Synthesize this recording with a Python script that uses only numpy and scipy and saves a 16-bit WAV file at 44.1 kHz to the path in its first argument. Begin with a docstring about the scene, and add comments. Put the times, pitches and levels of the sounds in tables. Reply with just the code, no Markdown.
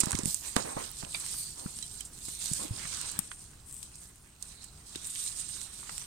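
"""A mesh sweep net is turned over in grass, right at a hand-held camera, above a light rumbling wind.
At first stems snap and fingers rub and bump the camera near its right microphone, while the mesh
hisses and crackles over the stems, pull after pull. Just after one second the metal hoop clinks once;
later, small metal fittings tinkle. Around four seconds the pulls grow faint, and at five seconds
the hiss swells again."""
import sys
import numpy as np
from scipy import signal
from scipy.fft import rfft, irfft, next_fast_len
from scipy.io import wavfile
from scipy.ndimage import uniform_filter1d, map_coordinates

SR = 44100
rng = np.random.default_rng(int(sys.argv[2]) if len(sys.argv) > 2 else 0)


def unload_wav(signal):
    """Save mono or channel-first audio to the path in sys.argv[1] as 16-bit WAV at rate SR, clipped to [-1, 1]."""
    wavfile.write(
        sys.argv[1],
        SR,
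        np.round(np.clip(np.atleast_2d(signal).T, -1, 1) * 32767).astype(np.int16),
    )


N = 267246

# In the tables, t is the start time and t60 is the time a sound takes to fade by 60 dB.
# Levels are relative: each source adds its own gain. Pan is left minus right, so below 0 is to the right.


def amp(db):
    """Turn decibels into a gain to multiply by."""
    return 10 ** (np.asarray(db) / 20)


def unit(x):
    """Scale a signal to an average power of 1."""
    return x / np.sqrt(np.mean(x ** 2) + 1e-20)


def along(points, hz):
    """Read between (frequency, value) points on a logarithmic frequency axis."""
    freqs, values = np.transpose(points)
    return np.interp(np.log(hz + 1), np.log(freqs + 1), values)


def wobble(rate):
    """A smooth random curve that passes through `rate` new values a second."""
    values = rng.standard_normal(int(N * rate / SR) + 4)
    return map_coordinates(values, [np.arange(N) * rate / SR])


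def filtered(x, response):
    """Multiply each frequency in x by response(frequency)."""
    size = x.shape[-1]
    padded = next_fast_len(size + 4096)
    hz = np.fft.rfftfreq(padded, 1 / SR)
    return irfft(rfft(x, padded) * response(hz), padded)[..., :size]


def coloured(x, spectrum):
    """Shape the tone of x with a table of f/Hz, level/dB."""
    return filtered(x, lambda hz: amp(along(spectrum, hz)))


def panned(pan_db):
    """Left and right gains with an average power of 1."""
    pan_db = np.atleast_1d(pan_db)
    gains = amp(np.array([pan_db, -pan_db]) / 2)
    return gains / np.sqrt(np.mean(gains ** 2, axis=0))


def add(track, start, sound):
    """Mix a stereo sound into the track at `start` seconds."""
    part = track[:, max(round(start * SR), 0):][:, :sound.shape[-1]]
    part += sound[:, :part.shape[1]]


def stereo_noise(size, alike):
    """Left and right noise, from unrelated (alike=0) to identical (alike=1)."""
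    shared = np.sqrt(alike) * rng.standard_normal(size)
    return shared + np.sqrt(1 - alike) * rng.standard_normal((2, size))


def jolt(t, t60, tail_db, alike):
    """An impact: a sudden spike, a burst of noise and a fainter tail."""
    fade = amp(-60 * t / t60) + amp(tail_db - 60 * t / 0.058)
    spike = 2.5 * (np.arange(len(t)) == SR // 3000)
    return stereo_noise(len(t), alike) * fade + spike


def stroke(start, length, attack_s=0.044, sag_db_per_s=0, release_db_per_s=156):
    """Gain of one movement: it gathers speed, holds or sags, then slides to rest."""
    gain, first = np.zeros(N), max(int(start * SR), 0)
    t = np.arange(first, min(N, int((start + length + 1) * SR))) / SR - start
    fall_db = sag_db_per_s * t + release_db_per_s * np.maximum(t - length, 0)
    gain[first:first + len(t)] = np.clip(t / attack_s, 0, 1) * amp(-fall_db)
    return gain


def patchy(x, patch_db):
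    """Folds come and go, each lifting or lowering its own band of frequencies for a moment."""
    bands = signal.stft(x, nperseg=512)[2]
    patches = uniform_filter1d(rng.standard_normal(bands.shape[1:]), size=5, axis=0)  # smooth over pitch
    patches = uniform_filter1d(patches, size=12, axis=1)  # smooth over time
    return signal.istft(bands * amp(patch_db * unit(patches)), nperseg=512)[1][:, :N]


def friction(spectrum, catches_per_s, spread_db, grain_db, flutter_db, alike):
    """Rubbing: tiny slips blur into a hiss, single catches stand out, and the pressure flutters."""
    caught = rng.random(N) < catches_per_s / SR
    strength = amp(spread_db * np.minimum(rng.exponential(size=N), 3))
    power = signal.lfilter([1], [1, -np.exp(-1 / (.0009 * SR))], caught * strength ** 2)  # catches fade
    pressure = amp(flutter_db * (wobble(90) + wobble(30)))
    contact = np.sqrt(1 + amp(grain_db) ** 2 * power / power.mean()) * pressure
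    rubbing = patchy(contact * stereo_noise(N, alike), patch_db=2.3)
    return unit(coloured(rubbing, spectrum))


def wind():
    """Moving air: a low rumble, nearly alike at both microphones, with a faint hiss above it."""
    # Strength of the breeze: t/s, level/dB
    breeze = [(0, -60), (1.2, -56.5), (3, -56.5), (3.5, -58.5), (4.2, -61), (4.9, -59), (6.06, -59)]
    # Tone of the wind: f/Hz, level/dB
    spectrum = [(20, -8.5), (45, 1.5), (85, -3), (150, -6), (230, -13), (400, -19), (550, -31), (700, -23),
                (1000, -26), (1400, -26), (2200, -39.5), (5000, -29.5), (15000, -35.5)]
    breeze_db = np.interp(np.arange(N) / SR, *np.transpose(breeze))
    gusts = amp(.8 * wobble(9))
    return amp(breeze_db + 3) * gusts * unit(coloured(stereo_noise(N, alike=0.98), spectrum))


def fingers():
    """Skin lets go, drags over the camera beside the right microphone, slows and grips again."""
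    # Finger slips: t/s, length/s, level/dB
    slips = [(-.04, 0.33, -37), (0.415, 0.028, -61), (0.556, 0.031, -33.5), (0.641, .09, -37.5),
             (0.766, 0.046, -37.5), (1.018, .05, -48), (1.568, 0.12, -51.5), (2.589, 0.057, -41),
             (2.708, 0.098, -50), (3.024, 0.22, -55.5), (5.787, 0.051, -62)]
    # Tone of rubbing skin: f/Hz, level/dB
    spectrum = [(40, -32), (120, -0.5), (500, -1), (1000, -0.5), (1500, -12.5), (2500, -12), (5000, -60),
                (12000, -32)]
    motion = amp(-69)  # the holding hand is never quite still
    for start, length, db in slips:
        motion += amp(db) * stroke(start, length, attack_s=0.0069, sag_db_per_s=39, release_db_per_s=252)
    drag = friction(spectrum, catches_per_s=900, spread_db=2, grain_db=-4, flutter_db=1.2, alike=.88)
    return amp(-1.5) * motion * drag * panned(-5)


def bumps():
    """Soft blows rock the camera with a short, low thud."""
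    # Blows on the camera body: t/s, level/dB, f/Hz, t60/s
    blows = [(0.035, -21, 228, 0.0089), (0.0704, -25, 181, 0.022), (.1317, -28.5, 98, 0.14),
             (0.1479, -20, 196, 0.013), (.191, -24, 298, 0.014), (.2345, -28, 203, .021),
             (0.2573, -22.5, 186, .018), (.275, -31.5, 169, 0.058), (0.5648, -16, 240, 0.018),
             (0.7671, -24.5, 236, 0.01), (1.034, -29.5, 148, 0.015), (1.659, -25.5, 191, .023),
             (2.283, -35, 275, 0.0088), (2.514, -27, 156, 0.037), (2.649, -36, 300, 0.063),
             (2.708, -25.5, 109, 0.078), (2.851, -39.5, 157, .031), (3.189, -30, 185, 0.033),
             (4.958, -35, 336, 0.02)]
    out, t = np.zeros((2, N)), np.arange(SR // 6) / SR
    for start, db, hz, t60 in blows:
        rise = 1 - np.exp(-t / 0.00075)
        thud = np.sin(2 * np.pi * hz * t) * amp(-60 * t / t60) * rise
        add(out, start, amp(db + 0.5) * thud / np.abs(thud).max() * panned(-1.1))
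    return out


def taps():
    """Stems, hoop and fingers tap: each jolt passes through one broad resonance that barely rings."""
    # Dry contacts: t/s, level/dB, f/Hz, pan/dB
    contacts = [(0.0334, -19, 870, -24), (.068, -23.5, 1300, -15), (0.1075, -24, 1070, -18),
                (0.1311, -18.5, 1210, -9), (0.1525, -20, 2840, -25), (0.5641, -8.5, 830, -9),
                (0.5647, -12, 3500, -28), (0.7669, -21.5, 636, -24), (1.027, -24.5, 850, -29),
                (1.3421, -32, 1260, -11), (1.6627, -29, 940, 36), (2.0084, -30, 3240, -4),
                (2.283, -35, 1010, -22), (2.416, -32.5, 1800, -9), (2.854, -26.5, 1570, -20),
                (3.1892, -25, 980, -7), (3.1901, -24.5, 3760, 20), (3.3155, -23.5, 1740, -11),
                (3.5332, -40, 1460, -13), (3.8291, -29.5, 4300, -9), (4.9492, -32.5, 1900, 19),
                (4.9573, -24.5, 3630, -19), (5.157, -22, 3800, -6), (5.83, -31.5, 1090, -19),
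                (5.8929, -25, 1040, 3), (5.8946, -26.5, 3030, -21)]
    out, t = np.zeros((2, N)), np.arange(SR // 20) / SR
    for start, db, hz, pan_db in contacts:
        hit = jolt(t, t60=0.011, tail_db=-8, alike=0.65)
        tap = filtered(hit, lambda f: (1j * f * hz * 1.3 / (hz * hz - f * f + 1j * f * hz * 1.25)) ** 2)
        tap /= np.std(tap[:, :SR // 300])  # the first few milliseconds set the level
        add(out, start, amp(db - 14) * tap * panned(pan_db))
    return out


def tinkles():
    """Small metal fittings of the net ring, each with one thin, short tone."""
    # Rings of the fittings: t/s, level/dB, f/Hz, t60/s
    rings = [(1.825, -32.5, 4000, 0.095), (1.828, -45, 3130, 0.15), (2.0064, -35.5, 3100, 0.051),
             (2.051, -39, 7360, 0.09), (4.424, -41, 4580, .04), (4.957, -27, 3720, 0.024)]
    out, t = np.zeros((2, N)), np.arange(SR // 6) / SR
    for start, db, hz, t60 in rings:
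        add(out, start, amp(db - 4 - 60 * t / t60) * np.sin(2 * np.pi * hz * t) * panned(-21))
    return out


def clink():
    """The metal hoop is struck: a dry clack and a brief ring, muffled by its cloth sleeve."""
    # The knock on the hoop: t/s, level/dB
    knocks = [(1.1458, -19)]
    # Tones the hoop rings with: f/Hz, level/dB, t60/s
    tones = [(2330, 0.5, 0.068), (2510, 1, 0.038), (2800, -10, 0.074), (3570, 1, 0.069), (3800, 0, 0.057),
             (4660, 3.5, 0.041)]
    # Tone of the clack: f/Hz, level/dB
    spectrum = [(200, -26), (600, -1), (1600, -5), (2400, 1), (4700, -1), (6000, -18), (16000, -27)]
    out, t = np.zeros((2, N)), np.arange(SR // 6) / SR
    rise = 1 - np.exp(-t / 0.00037)
    for start, db in knocks:
        ring = sum(amp(level - 60 * t / t60) * np.sin(2 * np.pi * (hz * t + rng.random((2, 1))))
                   for hz, level, t60 in tones)
        clack = coloured(jolt(t, t60=0.044, tail_db=-18, alike=0.6), spectrum)
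        add(out, start, amp(db - 13.5) * (ring * rise + amp(4.5) * clack) * panned(-11))
    return out


def cracks(events):
    """Sharp cracks with a brief fizz, brighter for thin stems; events are laid out as in snaps()."""
    # Tone of a stem's crack, with the microphone port's ring near 8.5 kHz: f/Hz, level/dB
    spectrum = [(300, -53), (1200, -29.5), (2200, -19.5), (4500, -9), (6500, 0), (8200, 9), (9300, 2.5),
                (11000, -8.5), (16000, -28.5)]
    out, t = np.zeros((2, N)), np.arange(SR // 20) / SR
    for start, db, pan_db, t60, tilt in events:
        tilted = [(hz, level + tilt * np.log2(max(hz, 3000) / 8000)) for hz, level in spectrum]
        crack = coloured(jolt(t, t60, tail_db=-22, alike=.7), tilted)
        crack /= np.std(crack[:, :SR // 800])  # the first instant sets the level
        add(out, start, amp(db - 11) * crack * panned(pan_db))
    return out


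def ticks(hiss_gain, per_second=14):
    """Small stems give way at random, louder under a stronger pull."""
    pull_db = 20 * np.log10(np.linalg.norm(hiss_gain, axis=0))
    events = []
    for when, strength, side, thinness in rng.random((int(per_second * N / SR), 4)):
        db = pull_db[int(when * N)] + 12.5 + 6 * (strength - .5)
        pan_db = -6 + 20 * (side - .5)
        tilt = 18 * (thinness - .5)
        events.append((when * N / SR, db, pan_db, .009, tilt))
    return cracks(events)


def snaps():
    """Single stems and threads break at set times."""
    # Breaks: t/s, level/dB, pan/dB, t60/s, treble tilt/(dB per octave)
    breaks = [(.003, -4, -33, 0.041, 5.5), (.0091, -12, -25, 0.041, -11.5), (.0338, -17, -26, 0.067, -2),
              (.058, -15, -23, .006, 3), (.108, -13.5, -13, .0063, 5), (.118, -10.5, -10, .007, -4),
              (.1294, -17, -3, 0.011, -6), (.153, -15, -30, 0.0043, -10), (.188, -12.5, -16, 0.019, -4),
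              (.234, -16, -18, 0.006, -3), (.257, -9.5, -28, 0.0089, -1.5), (.3447, -7.5, -16, 0.014, 4.5),
              (.5603, -16.5, -21, 0.0066, -13), (.5644, -8, -37, 0.0051, 9), (.9145, -23.5, -24, .012, 35),
              (1.048, -24, -21, 0.015, -17.5), (1.7887, -20.5, -18, 0.0073, -1.5),
              (1.8263, -19, -17, 0.019, -5), (2.007, -20, -11, .016, 3), (2.05, -30, -2, 0.13, 1),
              (2.458, -15, -5, 0.018, -3), (2.5343, -11, -14, 0.014, 3), (3.0139, -19, -2, .008, 11),
              (3.1156, -23, -7, .014, 15), (3.191, -5.5, 28, 0.0032, 24), (3.726, -26, 4, 0.0059, 20),
              (3.742, -22.5, 15, 0.016, 21), (3.8285, -26.5, 13, 0.043, 4), (3.9561, -29, 0, 0.0072, 6),
              (4.158, -38, 7, 0.017, 14), (4.4254, -20.5, -14, .023, 1), (4.641, -28.5, -10, 0.038, 3),
              (4.958, -28, 10, .02, 6), (5.07, -25, 4, 0.02, 14), (5.2633, -19.5, 2, 0.01, -9.5),
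              (5.6148, -19, -13, 0.0099, -9), (5.98, -16.5, -20, .0066, -5.5)]
    return cracks(breaks)


def weave():
    """Threads tick over an edge and sing: a rough tone whose pitch differs from pull to pull."""
    # Moments when the weave sings: t/s, length/s, level/dB, f/Hz
    sings = [(.24, 0.09, -55, 4550), (1.355, 0.11, -47.5, 4540), (2.227, 0.33, -55, 3870),
             (4.528, .14, -57, 4130), (4.897, .34, -58, 3690), (5.36, .3, -55, 3925)]
    t = np.arange(N) / SR
    roughness = unit(filtered(stereo_noise(N, alike=0.13), lambda hz: 1 / (1 + (hz / 350) ** 3)))
    tones = sum(amp(db) * stroke(start, length) * np.sin(2 * np.pi * hz * t)
                for start, length, db, hz in sings)
    return np.sqrt(2) * roughness * tones


def cloth(hem_gain):
    """The hem scrapes past on the right, the weave sings, and folds crumple."""
    # Folds of the net collapsing: t/s, length/s, level/dB
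    folds = [(-.05, 0.11, -49), (0.407, 0.042, -47), (0.537, 0.051, -43), (0.763, 0.08, -48.5),
             (1.112, 0.16, -50.5), (2.393, 0.53, -56), (2.753, 0.4, -48.5), (4.393, 0.24, -69),
             (4.894, 0.48, -60.5), (5.35, .7, -60)]
    # Tone of the hem's scrape: f/Hz, level/dB
    hem_tone = [(1200, -47), (2400, -16.5), (3400, -6.5), (4000, -1), (5400, -2), (7400, 1.5), (8600, 2.5),
                (10000, -19), (15000, -56)]
    # Tone of the crumpling folds: f/Hz, level/dB
    fold_tone = [(300, -2), (700, -5), (1050, 1), (1400, -0.5), (1900, 0), (2500, 1), (3300, -1.5),
                 (6000, -20)]
    collapses = np.linalg.norm([amp(db) * stroke(s, length) for s, length, db in folds], axis=0)
    creasing = amp(-24.5) * hem_gain  # the scraping hem always creases a little
    fold_gain = amp(-66) + np.hypot(creasing, collapses)  # the net keeps settling even at rest
    scrape = friction(hem_tone, catches_per_s=450, spread_db=3.3, grain_db=-2, flutter_db=1.2, alike=.2)
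    crumple = friction(fold_tone, catches_per_s=300, spread_db=3, grain_db=-4, flutter_db=1, alike=.3)
    hem = amp(-3) * hem_gain * scrape + weave()
    return hem * panned(-14.5) + amp(-1.5) * fold_gain * crumple * panned(-4)


def pulling():
    """Pulls drag the net over the grass; gives the gains of the hiss (stereo), sizzle and hem."""
    # Pulls: t/s, length/s, hiss level/dB, hiss pan/dB, hem level/dB, sizzle relative to hiss/dB
    pulls = [(-.05, 0.28, -43.5, -10, -39.5, -17), (0.236, 0.083, -35.5, -6, -35, -8),
             (0.34, .1, -46, -8, -45, -6), (0.434, 0.054, -39.5, -8, -37.5, -12),
             (0.544, 0.045, -39, -27, -33.5, -22), (0.634, 0.08, -44.5, -3, -43, -12),
             (0.744, 0.15, -46, -3, -41, -12), (0.934, 0.075, -44, -1, -40, -13),
             (1.065, 0.084, -43, -5, -46.5, -19), (1.117, .14, -39.5, -5, -41, -18),
             (1.24, 0.089, -40, -3, -35.5, -11), (1.326, 0.064, -37, -4, -42, -5.5),
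             (1.399, 0.088, -44, -2, -43.5, -24), (1.542, 0.085, -45.5, -5, -42.5, -25),
             (1.647, 0.2, -45.5, -2, -45, -23), (1.869, 0.14, -46.5, -10, -45.5, -13),
             (2.102, 0.089, -48, -4, -50, -13), (2.197, 0.16, -43, -3, -42, -12),
             (2.374, .25, -37, -6, -37, -14), (2.703, 0.26, -44.5, -4, -38.5, -23),
             (2.875, 0.24, -43, -4, -38.5, -27), (3.176, .08, -48, 1, -51, -22),
             (3.278, 0.042, -47.5, -4, -50.5, -28), (3.369, 0.039, -47.5, -3, -49.5, -24),
             (3.644, 0.15, -48, 4, -62, -13), (3.79, 0.067, -51, 7, -50, -16),
             (3.898, 0.085, -55, -1, -54.5, -20), (3.985, 0.043, -49.5, -4, -52, -10),
             (4.184, 0.038, -59, -10, -75, -18), (4.385, 0.14, -52, -6, -50.5, -13),
             (4.578, .07, -55, -3, -50, -25), (4.687, 0.14, -63, 3, -58, -19),
             (4.845, 0.18, -52, 1, -46, -12), (5.01, 0.21, -40, -5.5, -46, -17),
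             (5.154, 0.12, -37.5, -5.5, -35.5, -15), (5.334, 0.083, -39.5, -9, -38.5, -22),
             (5.452, 0.18, -41, -12, -41.5, -21), (5.693, 0.22, -47, -4.5, -46, -16),
             (5.89, 0.12, -46.5, 0, -41.5, -9)]
    hiss = np.full((2, N), amp(-63) ** 2 / 2)  # mesh and hem stir faintly even at rest
    hem = np.full(N, amp(-65) ** 2)
    sizzle = np.zeros(N)
    for start, length, db, pan_db, hem_db, sizzle_db in pulls:
        settling = amp(-13.5) * stroke(start, length, release_db_per_s=24)  # lingers after the pull
        power = np.maximum(stroke(start, length), settling) ** 2  # overlapping pulls add in power
        hiss += (amp(db) * panned(pan_db + 2.5)) ** 2 * power
        sizzle += amp(db + sizzle_db) ** 2 * power
        hem += amp(hem_db) ** 2 * power
    return np.sqrt(hiss), np.sqrt(sizzle), np.sqrt(hem)


def mesh(hiss_gain, sizzle_gain):
    """The mesh hisses over the grass in front of both microphones, and sizzles when pulled tight."""
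    # Tone of the mesh hiss, with the microphone port's ring near 8.5 kHz: f/Hz, level/dB
    hiss_tone = [(800, -56), (2500, -19), (4500, -20.5), (6500, -11), (7600, -3), (8600, 6.5), (9300, 0.5),
                 (10500, -11.5), (12500, -17.5), (16000, -40)]
    # Tone of the sizzle: f/Hz, level/dB
    sizzle_tone = [(6000, -32), (9500, 15), (12000, 12), (15000, 10), (16500, -34)]
    hiss = friction(hiss_tone, catches_per_s=700, spread_db=3.2, grain_db=-2, flutter_db=1, alike=.6)
    sizzle = friction(sizzle_tone, catches_per_s=700, spread_db=3.2, grain_db=0, flutter_db=1.1, alike=.7)
    return amp(-1) * (hiss_gain * hiss + sizzle_gain * sizzle * panned(-3.1))


def delay_left(x):
    """Sound from the right end of the camera reaches the left microphone late."""
    # Delay at the left microphone: f/Hz, delay/ms
    delays = [(100, 1.2), (350, 0.77), (800, 0.643)]
    left_only = np.array([[1], [0]])
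    return filtered(x, lambda hz: np.exp(-2j * np.pi * hz * along(delays, hz) / 1000 * left_only))


def scene():
    """Mix the sounds at the camera's right end with those that reach both microphones at once."""
    hiss_gain, sizzle_gain, hem_gain = pulling()
    right_end = cloth(hem_gain) + fingers() + taps() + bumps() + clink() + tinkles()
    return delay_left(right_end) + mesh(hiss_gain, sizzle_gain) + wind() + snaps() + ticks(hiss_gain)


def record(dry):
    """The camera cuts off the very highest treble."""
    top_hz = 16200
    return filtered(dry, lambda hz: hz < top_hz)


dry = scene()
out = record(dry)
unload_wav(out)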